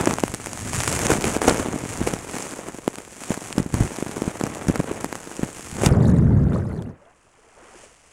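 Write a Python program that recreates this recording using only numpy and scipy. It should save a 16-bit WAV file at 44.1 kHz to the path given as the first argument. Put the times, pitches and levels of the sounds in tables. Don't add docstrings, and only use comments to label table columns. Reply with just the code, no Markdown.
import sys
import numpy as np
from scipy import signal
from scipy.fft import rfft, irfft, next_fast_len
from scipy.io import wavfile
from scipy.ndimage import uniform_filter1d, map_coordinates

SR = 44100
rng = np.random.default_rng(int(sys.argv[2]) if len(sys.argv) > 2 else 0)


def transcribe(signal):
    frames = np.atleast_2d(signal).T
    limited = np.clip(frames, -1, 1)
    pcm = np.round(limited * 32767).astype(np.int16)
    wavfile.write(sys.argv[1], SR, pcm)


N = 358091
TIME_S = np.arange(N) / SR
DIVE_S, RISE_S, SURFACE_S = 5.89, 6.39, 6.9


def amp(db):
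    return 10 ** (np.asarray(db) / 20)


def unit(x):
    return x / np.sqrt(np.mean(x ** 2) + 1e-20)


def levels(rows, fade_s):
    times, *columns = np.transpose(rows)
    gate = np.interp(TIME_S, [times[0] - fade_s, times[0], times[-1], times[-1] + fade_s], [0, 1, 1, 0])
    return [gate * amp(np.interp(TIME_S, times, column)) for column in columns]


def wobble(per_s):
    return map_coordinates(rng.standard_normal(int(N * per_s / SR) + 4), [TIME_S * per_s])


def colour(x, tone, size=8192):
    hz, db = np.transpose(tone)
    gain = amp(np.interp(np.log(np.fft.rfftfreq(size, 1 / SR) + 1), np.log(hz), db))
    cepstrum = irfft(np.log(gain))
    cepstrum[1:size // 2] *= 2
    cepstrum[size // 2 + 1:] = 0
    pulse = irfft(np.exp(rfft(cepstrum)))
    return signal.fftconvolve(x, pulse / np.linalg.norm(pulse))[:N]


def add(track, start_s, sound):
    start = int(np.clip(round(start_s * SR), 0, N))
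    track[start:start + len(sound)] += sound[:N - start]


def sizes(count, spread_db):
    return amp(spread_db * np.minimum(rng.standard_normal(count), 2.2))


def patter(per_s, spread_db):
    hits = (rng.random(N) < per_s / SR) * sizes(N, spread_db)
    return unit(hits - hits.mean())


def scattered(gain, per_s, spread_db):
    count = int(per_s * DIVE_S)
    place, size, chance = rng.random((count, 3)).T
    start_s = (np.arange(count) + place) * DIVE_S / count
    curve_db = 20 * np.log10(np.interp(start_s, TIME_S, gain) + 1e-9)
    return start_s, curve_db + spread_db * np.sqrt(12) * (size - .5), 2 * chance - 1


# time_s, level_db
SPRAY_LEVELS = [(0, -37), (0.3, -42), (0.69, -38), (0.75, -31), (1.1, -29.5), (1.36, -33), (1.48, -30),
                (1.69, -43), (1.92, -38), (2.25, -42), (2.38, -35.5), (2.68, -46.5), (3.1, -49),
                (3.28, -37), (3.55, -43.5), (3.78, -39.5), (4.55, -45), (5.2, -45), (5.78, -41.5),
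                (5.86, -26.5)]
# frequency_hz, level_db
MIST_TONE = [(300, -19.5), (1200, -3), (2400, -2), (3700, -10.5), (5200, -10.5), (6700, 0), (8500, -1.5),
             (11000, -11), (12500, -22), (15700, -22.5)]
DROP_TONE = [(150, -17.5), (700, 6.5), (2500, 0.5), (4000, -6.5), (7000, 2.5), (10500, -3), (12500, -14.5),
             (15700, -25)]


def spray(droplets, surge, wake):
    gain = np.hypot(amp(-.5) * levels(SPRAY_LEVELS, fade_s=0.035)[0], amp(-10.5) * wake)
    mist = colour(rng.standard_normal(N), MIST_TONE) * amp(1.5 * surge + 2.1 * wobble(400))
    return gain * (amp(-1.5) * mist + amp(-2) * colour(droplets, DROP_TONE))


# time_s, level_db
FLOW_LEVELS = [(0, -24.5), (0.3, -42.5), (0.6, -42), (1.12, -24.5), (1.38, -27), (1.49, -21), (1.68, -33),
               (2.25, -36.5), (2.38, -32.5), (3.1, -49), (3.3, -39), (3.6, -41), (3.82, -35.5),
               (4.9, -32.5), (5.2, -41.5), (5.35, -40), (5.72, -45.5), (5.85, -19)]
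# frequency_hz, level_db
SLOSH_TONE = [(15, -49), (60, -11.5), (230, 3), (480, 1.5), (800, -3.5), (1400, -9), (2500, -15),
              (3600, -23), (9000, -57)]


def sheets(droplets, surge, wake):
    gain = np.hypot(amp(-1.5) * levels(FLOW_LEVELS, fade_s=0.059)[0], wake)
    film = unit(0.4 * droplets + patter(per_s=1800, spread_db=8.5))
    return gain * colour(film, SLOSH_TONE) * amp(-0.22 + 1.7 * surge)


# time_s, level_db
AIR_LEVELS = [(0, -36.5), (0.5, -40.5), (0.78, -29.5), (1.6, -35.5), (1.67, -43), (2.1, -32), (2.35, -48),
              (3.15, -54), (3.5, -46), (3.8, -44), (3.95, -48), (4.7, -40), (5.25, -52), (5.65, -46),
              (5.85, -21.5)]
# frequency_hz, level_db
AIR_TONE = [(15, -15.5), (40, -5), (110, 2.5), (190, -4), (350, -10.5), (900, -42), (3000, -75),
            (6000, -110)]


def air(surge, boom):
    gain = np.hypot(levels(AIR_LEVELS, fade_s=.07)[0], boom)
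    return gain * colour(patter(per_s=530, spread_db=3.5), AIR_TONE) * amp(-0.5 + 1.9 * surge)


def rumble():
    return amp(-64.5) * colour(rng.standard_normal(N), [(20, 0), (120, -5.5), (400, -23), (3000, -49)])


def small_lumps():
    start_s, flow_db, speed = scattered(levels(FLOW_LEVELS, fade_s=.07)[0], per_s=12, spread_db=3)
    level_db = np.minimum(flow_db + 12.5, -15.5)
    return list(zip(start_s, level_db, 285 * 2 ** (.6 * speed), level_db - 6 + 5 * speed))


# start_s, level_db, rough_pitch_hz, splatter_db, wake_db
BIG_LUMPS = [(0.011, -14.5, 139, -11, -44), (0.073, -3.5, 344, -7.5, -30.5), (0.0762, -7, 420, -13, -30),
             (0.11, -17, 240, -11, -42), (0.1343, -15, 250, -22, -45), (0.1854, -12.5, 736, -18.5, -49),
             (0.237, -3.5, 326, -7, -42), (0.34, -20, 260, -13, -48), (0.4705, -22, 370, -16, -50),
             (0.8781, -14, 257, -11.5, -44), (1.1026, -6, 368, -13, -21.5), (1.1177, -5.5, 330, -8, -24.5),
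             (1.2537, -17.5, 170, -7, -31), (1.3658, -8, 302, -12.5, -42.5), (1.4177, -9.5, 640, -13, -27),
             (1.4796, 1, 363, -6, -17.5), (1.4834, -5, 308, 0, -20.5), (1.5993, -13.5, 290, -16, -22.5),
             (1.7421, -18, 200, -33.5, -32), (1.7612, -14.5, 243, -32.5, -30.5),
             (2.0151, -10.5, 217, -32, -32.5), (2.0739, -11, 460, -14, -21.5),
             (2.1377, -14.5, 210, -13.5, -40), (2.591, -20, 390, -40, -48),
             (2.6858, -20.5, 370, -24, -35.5), (2.8786, -5.5, 330, -10.5, -42),
             (2.9847, -25.5, 300, -20, -44), (3.306, -9.5, 202, -19, -36.5),
             (3.3188, -14.5, 460, -18.5, -39), (3.3757, -18.5, 290, -23, -43), (3.5806, -6, 220, -22, -29),
             (3.6017, -11, 188, -40, -32), (3.6624, -17, 198, -48, -46), (3.7421, -8.5, 116, -11, -24),
             (3.7511, -16, 158, -23, -27.5), (3.8081, -5.5, 143, -25.5, -17.5),
             (4.0259, -12, 277, -23.5, -55), (4.0642, -20, 200, -22, -36), (4.1684, -16.5, 310, -24.5, -34),
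             (4.2204, -10.5, 289, -18, -46), (4.2786, -11, 189, -38, -38), (4.412, -11.5, 315, -15, -48),
             (4.4381, -10.5, 223, -15.5, -43), (4.4732, -20, 200, -24, -47), (4.687, -7.5, 153, -18, -33),
             (4.6988, -6.5, 211, -22, -29), (4.7579, -13.5, 414, -11.5, -37),
             (4.7949, -12.5, 160, -22.5, -40), (4.8018, -9.5, 238, -21, -34.5),
             (4.9132, -15.5, 318, -36, -36), (5.0447, -13, 307, -14, -40), (5.1272, -18.5, 364, -16.5, -48),
             (5.1545, -28, 293, -16, -55), (5.3943, -16.5, 270, -36, -44), (5.433, -8.5, 193, -20.5, -28),
             (5.8354, -6, 365, -12.5, -28.5), (5.8684, -3, 148, -10.5, -22.5),
             (5.889, -10.5, 150, -21.5, -39), (5.9164, -7, 101, -40.5, -34.5)]
# frequency_hz, level_db
SPLATTER_TONE = [(30, -26.5), (200, -12), (800, -1), (1600, -3), (2600, -9), (4000, -17), (7000, -9),
                 (10500, -14), (12500, -21), (15700, -31.5)]


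def slaps():
    pushes, splatter = np.zeros(N), np.zeros(N)
    t = np.arange(SR // 25) / SR
    for start_s, level_db, rough_pitch_hz, splatter_db, *_ in list(BIG_LUMPS) + small_lumps():
        hardness = np.clip((splatter_db - level_db + 15) / 12, 0, 1)
        turns = 1.18 * rough_pitch_hz * t
        swing = np.sin(2 * np.pi * turns ** (.85 - 0.25 * hardness))
        fade = np.exp(-(turns / 1.01) ** (2.4 - hardness))
        lead_s = (.17 - 0.084 * hardness) / rough_pitch_hz
        add(pushes, start_s - lead_s, amp(level_db + 1) * swing * fade)
        burst = 0.25 * rng.standard_normal(len(t)) * np.exp(-t / 0.001)
        burst[0] += 1
        add(splatter, start_s, amp(splatter_db + 6) * burst)
    return pushes + colour(splatter, SPLATTER_TONE)


def wakes(rise_s=0.0092, fall_s=0.027, boom_below_hz=210):
    slosh, boom = np.zeros(N), np.zeros(N)
    lead_s = .1
    t = np.arange(SR // 3) / SR - lead_s
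    swell = np.exp(np.minimum(t / rise_s, -t / fall_s))
    for start_s, _, rough_pitch_hz, _, wake_db in BIG_LUMPS:
        boom_share = 1 / (1 + (rough_pitch_hz / boom_below_hz) ** 4)
        add(slosh, start_s - lead_s, amp(wake_db) * np.sqrt(1 - boom_share) * swell)
        add(boom, start_s - lead_s, amp(wake_db + 2.5) * np.sqrt(boom_share) * swell)
    return slosh, boom


# start_s, level_db
HARD_DROPS = [(0.0572, -3), (0.139, -3.5), (0.1966, -12), (0.2028, -8.5), (0.2802, -6), (0.3465, -5.5),
              (0.4605, -7.5), (0.5325, -7), (0.5746, -12), (0.7331, -5), (0.8041, -1.5), (0.8358, -1.5),
              (0.8779, -1.5), (0.927, -0.5), (0.9915, -4.5), (1.0678, 1), (1.2233, -6), (1.2421, -2.5),
              (1.4964, 3), (2.9566, -14), (3.3427, -8.5), (3.5276, -7.5), (3.5827, -4.5), (3.9624, -10.5),
              (4.1136, -13.5), (4.5495, -13), (4.6836, -5.5), (5.0094, -12.5)]


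def hard_drops():
    ticks = np.zeros(N)
    t = np.arange(SR // 200) / SR
    starts_s, spray_db, _ = scattered(levels(SPRAY_LEVELS, fade_s=.03)[0], per_s=13, spread_db=2)
    lesser_drops = zip(starts_s, np.minimum(spray_db + 24.5, -7))
    for start_s, level_db in [*HARD_DROPS, *lesser_drops]:
        burst = 0.34 * rng.standard_normal(len(t)) * np.exp(-t / 0.00041)
        burst[0] = 1
        add(ticks, start_s, amp(level_db + 3) * burst / np.linalg.norm(burst))
    return colour(ticks, DROP_TONE)


# start_s, end_s, change_db
COVERED = [(1.178, 1.24, -5.5), (1.365, 1.412, -10), (3.61, 3.722, -8), (5.869, 6, -5.5)]


def water_cover():
    db = sum(change_db * ((TIME_S > start_s) & (TIME_S < end_s)) for start_s, end_s, change_db in COVERED)
    return amp(uniform_filter1d(db, size=256))


# frequency_hz, level_db
SMACK_TONE = [(150, -15), (700, 4), (2500, -1), (4300, 1), (7000, -0.5), (10500, -8.5), (12500, -13.5),
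              (15700, -25)]


def smack(start_s, length_s, level_db):
    crash = np.zeros(N)
    window = signal.windows.tukey(int(length_s * SR))
    add(crash, start_s, amp(level_db) * window * patter(per_s=9000, spread_db=3)[:len(window)])
    return colour(crash, SMACK_TONE)


def bubbles(per_s, middle_hz, octaves, ring_cycles, spread_db, size=1024):
    count = int(per_s * N / SR)
    pitch_hz = middle_hz * 2 ** (octaves * rng.uniform(-1.022, 1, (count, 1)))
    turns = pitch_hz * np.arange(size) / SR
    age = np.minimum(turns / ring_cycles, 10)
    tones = np.sin(2 * np.pi * turns * (1 + 0.01 * age))
    tones *= np.exp(-age) * (1 - np.exp(-2 * turns)) * np.linspace(1, 0, size)
    tones *= sizes(count, spread_db)[:, None] * np.sqrt(middle_hz / pitch_hz)
    where = rng.integers(0, N, (count, 1)) + np.arange(size)
    return unit(np.bincount(where.ravel(), tones.ravel(), N)[:N])


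# frequency_hz, level_db
CHURN_TONE = [(15, -22), (40, -13), (85, -0.5), (170, -0.5), (260, -8.5), (400, -20.5), (700, -44),
              (2000, -65), (5000, -110)]


def churn():
    pockets = colour(rng.standard_normal(N), CHURN_TONE)
    power = np.abs(uniform_filter1d(pockets ** 2, size=2500))
    return unit(pockets / np.sqrt(power + .2))


# frequency_hz, level_db
FROTH_TONE = [(20, -33), (150, -14), (400, 2.5), (600, -4), (850, -15.5), (1400, -16.5), (2200, -27.5),
              (3000, -34.5), (7000, -64)]


def gurgle():
    froth = colour(patter(per_s=1100, spread_db=7.5), FROTH_TONE)
    large = bubbles(per_s=160, middle_hz=520, octaves=.7, ring_cycles=3.5, spread_db=3)
    small = bubbles(per_s=250, middle_hz=1300, octaves=.7, ring_cycles=6, spread_db=3)
    muffle = signal.butter(4, 2400, fs=SR, output="sos")
    return amp(1) * froth + signal.sosfilt(muffle, amp(-1) * large + amp(-9) * small)


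# frequency_hz, level_db
CRACKLE_TONE = [(1200, -19), (2700, -5), (4000, -5), (5300, -5), (7000, 0.5), (10000, 0.5), (11500, -7),
                (13000, -12.5), (15700, -17.5)]


def crackle():
    pings = bubbles(per_s=550, middle_hz=6400, octaves=.85, ring_cycles=7, spread_db=7)
    fizz = patter(per_s=2500, spread_db=7)
    return amp(-1) * unit(colour(pings + amp(-1) * fizz, CRACKLE_TONE))


# middle_s, half_length_s, gurgle_db, crackle_db
BUBBLE_CLOUDS = [(5.923, 0.039, -38.5, -54), (6.07, 0.039, -40, -47), (6.172, 0.032, -56, -55),
                 (6.561, 0.049, -36, -56), (6.718, 0.084, -45, -62.5)]


def plunge(build_s=0.0355):
    since_dive_s, since_rise_s, since_surface_s = (
        np.maximum(TIME_S - moment_s, 0) for moment_s in (DIVE_S, RISE_S, SURFACE_S))
    under_water = (TIME_S > DIVE_S) * amp(-230 * since_surface_s)
    churn_gain = amp(-14.5 - 40 * since_rise_s) * (1 - np.exp(-since_dive_s / build_s))
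    gurgle_gain = amp(-30.5 - 15.5 * since_dive_s)
    crackle_gain = amp(-55.5 - 11 * since_dive_s)
    for middle_s, half_length_s, gurgle_db, crackle_db in BUBBLE_CLOUDS:
        cloud = np.exp(-((TIME_S - middle_s) / half_length_s) ** 2)
        gurgle_gain += amp(gurgle_db) * cloud
        crackle_gain += amp(crackle_db) * cloud
    return under_water * (churn_gain * churn() + gurgle_gain * gurgle() + crackle_gain * crackle())


# start_s, level_db, pitch_hz, decay_s
SINGLE_BUBBLES = [(6.559, -19.5, 1110, 0.0033), (6.78, -20, 169, 0.028), (6.79, -49, 3300, .004),
                  (6.861, -50, 2650, 0.0043), (6.865, -22.5, 230, 0.016), (7.015, -44, 553, 0.019),
                  (7.06, -45.5, 651, 0.025), (7.625, -41, 330.7, .012), (7.751, -36.5, 327, 0.012),
                  (7.836, -31, 537, 0.0039)]


def glugs():
    track, t = np.zeros(N), np.arange(SR // 6) / SR
    for start_s, level_db, pitch_hz, decay_s in SINGLE_BUBBLES:
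        age = t / decay_s
        ring = np.sin(2 * np.pi * pitch_hz * t * (1 + 0.0326 * age))
        shape = np.exp(-age) * (1 - np.exp(-pitch_hz * t))
        add(track, start_s, amp(level_db) * ring * shape)
    return track


# time_s, wash_db, foam_db
POOL_LEVELS = [(6.952, -55.5, -79), (7.002, -55.5, -71), (7.071, -53.5, -68.5), (7.181, -60, -67),
               (7.52, -53.5, -61.5), (7.66, -47, -57), (7.83, -51, -51), (7.979, -59.5, -59.5),
               (8.12, -58, -56.5)]
# frequency_hz, level_db
WASH_TONE = [(20, 1.5), (150, -3.5), (320, 2), (520, -2.5), (750, 0), (1100, 2), (1700, -3.5), (2600, -9),
             (3800, -31), (8000, -50)]
FOAM_TONE = [(1500, -2.5), (2800, -0.5), (3800, -10), (5200, -5.5), (7000, -0.5), (9500, -4), (11000, -13),
             (12300, -31), (15700, -28.5)]


def pool_wave():
    wash_gain, foam_gain = levels(POOL_LEVELS, fade_s=0.069)
    water = colour(rng.standard_normal(N), WASH_TONE) * amp(1.06 * wobble(30))
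    plops = bubbles(per_s=520, middle_hz=1200, octaves=1.5, ring_cycles=5, spread_db=4)
    foam = colour(patter(per_s=7000, spread_db=7.5), FOAM_TONE)
    return wash_gain * (amp(-4) * water + amp(-5) * plops) + foam_gain * amp(1.5) * foam


def scene():
    wake, boom = wakes()
    surge = wobble(70)
    droplets = patter(per_s=1300, spread_db=10.5)
    dip = water_cover()
    ride = dip * spray(droplets, surge, wake) + np.sqrt(dip) * sheets(droplets, surge, wake)
    ride += air(surge, boom) + slaps() + hard_drops()
    going_in = smack(start_s=5.86, length_s=0.0045, level_db=-12.5)
    coming_out = smack(start_s=6.822, length_s=0.0033, level_db=-42)
    return (ride + going_in + plunge() + glugs() + coming_out + pool_wave() + rumble())[None]


def record(dry):
    ceiling, top_hz = .69, 15800
    rounded = dry / (1 + np.abs(dry / ceiling) ** 6) ** (1 / 6)
    size = next_fast_len(N + SR // 4)
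    heard = np.fft.rfftfreq(size, 1 / SR) < top_hz
    return irfft(rfft(rounded, size) * heard, size)[:, :N]


dry = scene()
out = record(dry)
transcribe(out)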